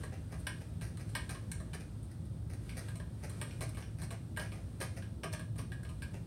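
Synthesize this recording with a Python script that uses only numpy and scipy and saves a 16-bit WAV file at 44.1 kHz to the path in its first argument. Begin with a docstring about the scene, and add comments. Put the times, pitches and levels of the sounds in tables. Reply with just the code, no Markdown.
"""A swish and a knock: a wire whisk stirs dry flour in a large hand-held ceramic bowl, a few metres away.
The wires hit the wall and make it ring briefly, scrape along the glaze and push the flour about.
The open kitchen answers with a short, dense echo.
Underneath, appliances and ventilation rumble, with two droning notes."""
import sys
import numpy as np
from scipy import signal
from scipy.fft import rfft, irfft, next_fast_len
from scipy.io import wavfile

SR = 44100
rng = np.random.default_rng(int(sys.argv[2]) if len(sys.argv) > 2 else 0)


def master(y):
    """Save y as 16-bit WAV."""
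    cut = np.clip(np.atleast_2d(y).T, -1, 1)
    pcm = np.round(cut * 32767)  # scale
    wavfile.write(sys.argv[1], SR, pcm.astype(np.int16))


N = 276066

def from_db(db):
    """Turn decibels into a gain."""
    return 10 ** (np.asarray(db) / 20)

def rms_one(x):
    """Scale a sound to an average (rms) size of 1."""
    return x / np.sqrt(np.mean(x ** 2) + 1e-20)

def at_hz(points, hz):
    """Read between a table's rows, with octaves evenly spaced."""
    table_hz, values = np.transpose(points)
    return np.interp(np.log(hz), np.log(table_hz), values)

def coloured(x, spectrum):
    """Give a sound a tone colour, at rms 1."""
    size = next_fast_len(N)
    hz = np.maximum(np.arange(size // 2 + 1) * SR / size, 1)
    shaped = rfft(x, size) * from_db(at_hz(spectrum, hz))
    return rms_one(irfft(shaped, size)[:N])

def resonance(x, hz, width_hz):
    """Let through the sound near one pitch."""
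    r = np.exp(-np.pi * width_hz / SR)
    feedback = [1, -2 * r * np.cos(2 * np.pi * hz / SR), r * r]
    return signal.lfilter(np.array([1, 0, -1]) * (1 - r * r) / 2, feedback, x)

def ring(clicks, hz, fade_s):
    """Each click starts a tone that fades by 60 dB in fade_s."""
    r = from_db(-60 / (fade_s * SR))
    w = 2 * np.pi * hz / SR
    return signal.lfilter([0, np.sin(w)], [1, -2 * r * np.cos(w), r * r], clicks + 1e-18)

def grains(shape, per_s, spread_db):
    """Random clicks of uneven size and sign."""
    sizes = from_db(spread_db * (np.minimum(rng.exponential(1, shape), 4) - 2))
    return sizes * rng.choice([-1, 1], shape) * (rng.random(shape) < per_s / SR)

def tint(sounds, edges_hz, levels_db):
    """Split each sound into bands, low to high, and set their levels."""
    bands = [signal.butter(2, edge, "band", fs=SR, output="sos") for edge in zip(edges_hz, edges_hz[1:])]
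    return sum(signal.sosfilt(band, sounds) * from_db(db)[:, None] for band, db in zip(bands, levels_db))

def place(sounds, starts_s):
    """Put each sound at its start time."""
    out = np.zeros(N + sounds.shape[1])
    for start, sound in zip((starts_s * SR).astype(int), sounds):
        out[start:start + len(sound)] += sound
    return out[:N]

# Tone colours of the rumble and the airy hiss: f/Hz, relative level/dB
RUMBLE_COLOUR = [(21, 0), (40, -24), (52, -1), (86, -3), (113, -2.5), (205, -12.5), (346, -20.5),
                 (407, -28.5), (577, -30), (900, -39), (1170, -85), (1980, -120)]
AIR_COLOUR = [(470, -55), (800, -15), (943, -5.5), (1410, -10.5), (1490, -41), (3500, -13.5), (9740, -25.5),
              (16400, -23.5)]
# The two droning notes: f/Hz, width/Hz, level/dB
DRONE_NOTES = [(107, 14, -48), (163, 12, -55)]
def appliances():
    """Machines and ventilation rumble and hiss; narrow bands of noise make wavering drones."""
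    out = from_db(-41.5) * coloured(rng.standard_normal(N), RUMBLE_COLOUR)
    out += from_db(-71) * coloured(rng.standard_normal(N), AIR_COLOUR)
    for hz, width_hz, level_db in DRONE_NOTES:
        noise = rng.standard_normal(N + SR)
        drone = resonance(resonance(noise, hz, width_hz), hz, width_hz)
        out += from_db(level_db) * rms_one(drone[SR:])
    return out

# How long the room rings: f/Hz, time to fade by 60 dB/s
ECHO_FADES = [(300, 0.29), (1000, 0.31), (3000, 0.36), (8000, 0.39), (14000, 0.082)]
def kitchen_echo(x):
    """Many echoes blur into a tail in which each octave fades at its own rate."""
    t = np.arange(SR // 2) / SR
    tail = np.zeros(len(t))
    for low_hz in 140 * 2.0 ** np.arange(7):
        band = signal.butter(2, [low_hz, 2 * low_hz], "band", fs=SR, output="sos")
        fade_s = at_hz(ECHO_FADES, low_hz * np.sqrt(2))
        tail += signal.sosfilt(band, rng.standard_normal(len(t))) * from_db(-60 * t / fade_s)
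    tail *= np.clip(t / 0.003, 0, 1) ** 2   # echoes build up over 3 ms
    tail *= 1 + from_db(-17) * np.exp(-t / 0.024)   # table and cupboards answer first and strongest
    return signal.fftconvolve(x, tail / np.sqrt(np.sum(tail ** 2)))[:N]

# How loud the stirred flour is: t/s, level/dB
STIRRING = [(0.0, -55.5), (0.12, -66), (0.59, -62.5), (0.87, -67.5), (1.18, -60.5), (1.4, -64.5),
            (2.5, -69.5), (2.68, -59.5), (2.88, -59), (3.01, -69.5), (3.4, -57.5), (3.82, -66),
            (4.05, -68.5), (4.99, -63.5), (5.35, -75), (5.95, -66.5), (6.121, -66), (6.26, -68.5)]
# Its tone colour: f/Hz, relative level/dB
FLOUR_COLOUR = [(290, 3), (500, 5), (809, -7.5), (1450, -3.5), (2030, -9), (7120, -16.5), (8730, -19.5),
                (11500, -14), (16400, -41)]
def flour():
    """Fine grains slip through the wires; their tiny clicks blend into a swish."""
    times_s, level_db = np.transpose(STIRRING)
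    stir = from_db(np.interp(np.arange(N) / SR, times_s, level_db))
    return stir * coloured(grains(N, per_s=10000, spread_db=1.5), FLOUR_COLOUR)

# Edges of a scrape's four bands: f/Hz
SCRAPE_EDGES = [350, 900, 2700, 6800, 11500]
# Wires dragging on the glaze: t/s, level/dB, brightness/(dB per octave), time to peak/s
SCRAPES = [(0.0356, -56, -2.5, 0.0025), (0.1189, -62, -2, 0.013), (0.3067, -61.5, -0.9, 0.02),
           (0.387, -74, 7.5, 0.0087), (0.6021, -62.5, -0.5, 0.011), (0.8111, -57.5, 0.8, 0.022),
           (0.9938, -58.5, -0.5, 0.0099), (1.294, -53.5, 1, 0.014), (1.7345, -53, 0.5, 0.0078),
           (1.7996, -55, 0.2, 0.0065), (2.024, -81.5, 10, 0.01), (2.1082, -65.5, 1.5, 0.0089),
           (2.245, -72.5, 3.5, 0.0073), (2.4947, -62, 0.5, 0.011), (2.5298, -59.5, 0.5, 0.0062),
           (2.7645, -51, 1.5, 0.013), (3.2246, -55, -0.5, 0.013), (3.2475, -70, 5.5, 0.0053),
           (3.6124, -49.5, 0.2, 0.01), (3.6894, -63.5, 4, 0.004), (3.7705, -61, 0.3, 0.022),
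           (3.9826, -58, 1, 0.012), (4.0294, -54, 1.5, 0.0069), (4.111, -58.5, -1.5, 0.013),
           (4.3841, -54.5, 0.2, 0.022), (4.5244, -63.5, -1.2, 0.022), (4.7995, -49.5, 1.3, 0.015),
           (4.962, -56, -0.4, 0.0097), (5.2345, -52, 0, 0.005), (5.3263, -53, 1, 0.0072),
           (5.576, -57.5, 2, 0.014), (6.1347, -59, -2.5, 0.011)]
def scrapes():
    """Grit under the wires makes dense clicks that swell and die away."""
    starts_s, level_db, tilt_db, rise_s = np.transpose(SCRAPES)
    progress = np.arange(SR // 6) / SR / np.clip(rise_s, .002, .03)[:, None]
    swell = progress * np.exp(1 - progress)
    grit = swell * rms_one(grains(progress.shape, per_s=5500, spread_db=6))
    makeup_db = 10 * np.log10(SR / 2 / np.diff(SCRAPE_EDGES))   # evens out narrow and wide bands
    usual_db, pivot_hz = [4.55, 4.14, 0.5, -5], 2270
    centres_hz = np.sqrt(np.multiply(SCRAPE_EDGES[1:], SCRAPE_EDGES[:-1]))
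    brightness_db = np.outer(np.log2(centres_hz / pivot_hz), tilt_db)
    colour_db = level_db + (makeup_db + usual_db)[:, None] + brightness_db
    return place(tint(grit, SCRAPE_EDGES, colour_db), starts_s)

# The bowl's tones, cut short by hand and flour: f/Hz, relative level/dB, time to fade by 60 dB/s
BOWL_TONES = [(360, -5, 0.059), (630.4, 6.5, 0.048), (997, 1, 0.021), (1127, 0, 0.029), (1221, -5, 0.078),
              (1618, 6, 0.02), (1877, -0.5, 0.021), (2162, 5, 0.016), (2465, -3, 0.023), (2550, -9, 0.043),
              (3010, 2.5, 0.017), (3160, 5, 0.0055), (4180, 14.5, 0.0086), (5026, 8.5, 0.0059),
              (5590, 10.5, 0.0065)]
# Edges of a knock's six bands (thud, hollow, ring, clink, clack, tick): f/Hz
KNOCK_EDGES = [350, 850, 1350, 2000, 3600, 6800, 12500]
# Wires hitting the wall: t/s, belly thud/dB, wall ring/dB, rim clink/dB, wire tick/dB
WIRE_HITS = [(0.034, -48, -40.5, -48, -44), (0.328, -47.5, -49.5, -57, -56),
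             (0.4683, -42, -29.5, -32, -35.5), (0.8118, -55, -43, -47, -46.5),
             (0.9722, -49.5, -44.5, -51, -46), (1.0912, -69, -60, -58.5, -49.5),
             (1.1511, -37.5, -27, -29.5, -33), (1.293, -48.5, -41.5, -42, -39),
             (1.3482, -46, -44.5, -45.5, -50), (1.516, -55.5, -43.5, -44.5, -37),
             (1.6012, -48.5, -49.5, -58, -51.5), (1.7327, -47, -40, -42.5, -42),
             (2.6934, -62, -47.5, -42.5, -46), (2.8844, -54, -44.5, -47, -46),
             (2.956, -54, -55, -50.5, -43.5), (2.9998, -50, -45, -49.5, -54),
             (3.2957, -51.5, -50, -51, -44), (3.4137, -42.5, -34.5, -35, -36.5),
             (3.5092, -68, -57, -48, -52), (3.6079, -39.5, -42, -39.5, -36), (3.7474, -53, -56, -51, -50),
             (3.7705, -48.5, -45, -47, -46.5), (3.8247, -61, -48.5, -48.5, -59),
             (4.018, -48.5, -42.5, -48, -40.5), (4.1062, -48, -44, -44, -43), (4.364, -59, -49, -45, -45),
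             (4.372, -42.5, -31.5, -37.5, -37), (4.3961, -50, -38, -39, -43),
             (4.5193, -51.5, -51, -46.5, -47), (4.8108, -38, -34.5, -37.5, -35.5),
             (5.023, -57, -46.5, -48.5, -52), (5.2339, -38.5, -35.5, -35.5, -39.5),
             (5.2434, -34.5, -50, -52, -57), (5.3203, -68, -62, -60, -54), (5.328, -51, -47.5, -55, -38),
             (5.3356, -44.5, -39, -40.5, -76), (5.394, -48, -43, -46, -46.5),
             (5.558, -56, -54, -55.5, -51.5), (5.5893, -48, -45.5, -44.5, -47),
             (5.7194, -64, -40.5, -45.5, -47), (5.832, -71, -49.5, -59.5, -50.5),
             (5.8498, -53, -53.5, -50, -53), (5.8908, -54.5, -54.5, -51.5, -48),
             (6.021, -54.5, -40.5, -41, -42)]
def knocks():
    """One wire lands, others rattle just after it, and all the bowl's tones ring."""
    starts_s, thud_db, ring_db, clink_db, tick_db = np.transpose(WIRE_HITS)
    t = np.arange(SR // 8) / SR
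    rattle_s, crack_s, crack_rise_s = 0.017, 0.014, 0.00057
    rattle = grains((len(starts_s), len(t)), per_s=460, spread_db=1.0)
    clicks = from_db(-4.5) * np.exp(-t / rattle_s) * rattle
    clicks[:, 0] = 1   # the first wire
    clicks /= np.sqrt(np.sum(clicks ** 2, axis=1, keepdims=True))   # the wires share the blow's energy
    strength = from_db(1.5 * rng.standard_normal((len(starts_s), len(BOWL_TONES))))
    strength *= (-1) ** np.arange(len(BOWL_TONES))   # neighbouring tones start in opposite directions
    body = sum(ring(clicks, hz, fade_s) * from_db(level_db) * strength[:, [k]]
               for k, (hz, level_db, fade_s) in enumerate(BOWL_TONES))
    # each blow also draws a sharp cracking sound from the glaze
    crack = np.exp(-t / crack_s) * rms_one(grains(clicks.shape, per_s=5500, spread_db=6))
    crack *= np.minimum(t / crack_rise_s, 1)
    treble = signal.butter(2, 3280, "high", fs=SR, output="sos")
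    body += from_db(-7.5) * signal.sosfilt(treble, crack + 0.97 * clicks)
    hollow_db = thud_db + 0.38 * (ring_db - thud_db) + 3.5
    clack_db = clink_db - 5.5
    colour_db = [thud_db, hollow_db, ring_db, clink_db, clack_db, tick_db]
    return place(tint(body, KNOCK_EDGES, colour_db), starts_s)

def scene():
    """The whisking and its echo, over the hum of the appliances."""
    bowl = knocks() + scrapes() + flour()
    return (bowl + from_db(-4.5) * kitchen_echo(bowl) + appliances())[None]

def record(dry):
    """The deep bass is cut, a narrow treble band near 9 kHz is lifted, and the very top is cut off."""
    bass_hz, lift_hz, width_hz, top_hz = 54, 8815, 2000, 15850
    dry = signal.sosfilt(signal.butter(4, bass_hz, "high", fs=SR, output="sos"), dry)
    treble = resonance(resonance(dry, lift_hz, width_hz), lift_hz, width_hz)
    top_cut = signal.ellip(10, .5, 50, top_hz, fs=SR, output="sos")
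    return signal.sosfilt(top_cut, dry + from_db(8) * treble)

dry = scene()
out = record(dry)
master(out)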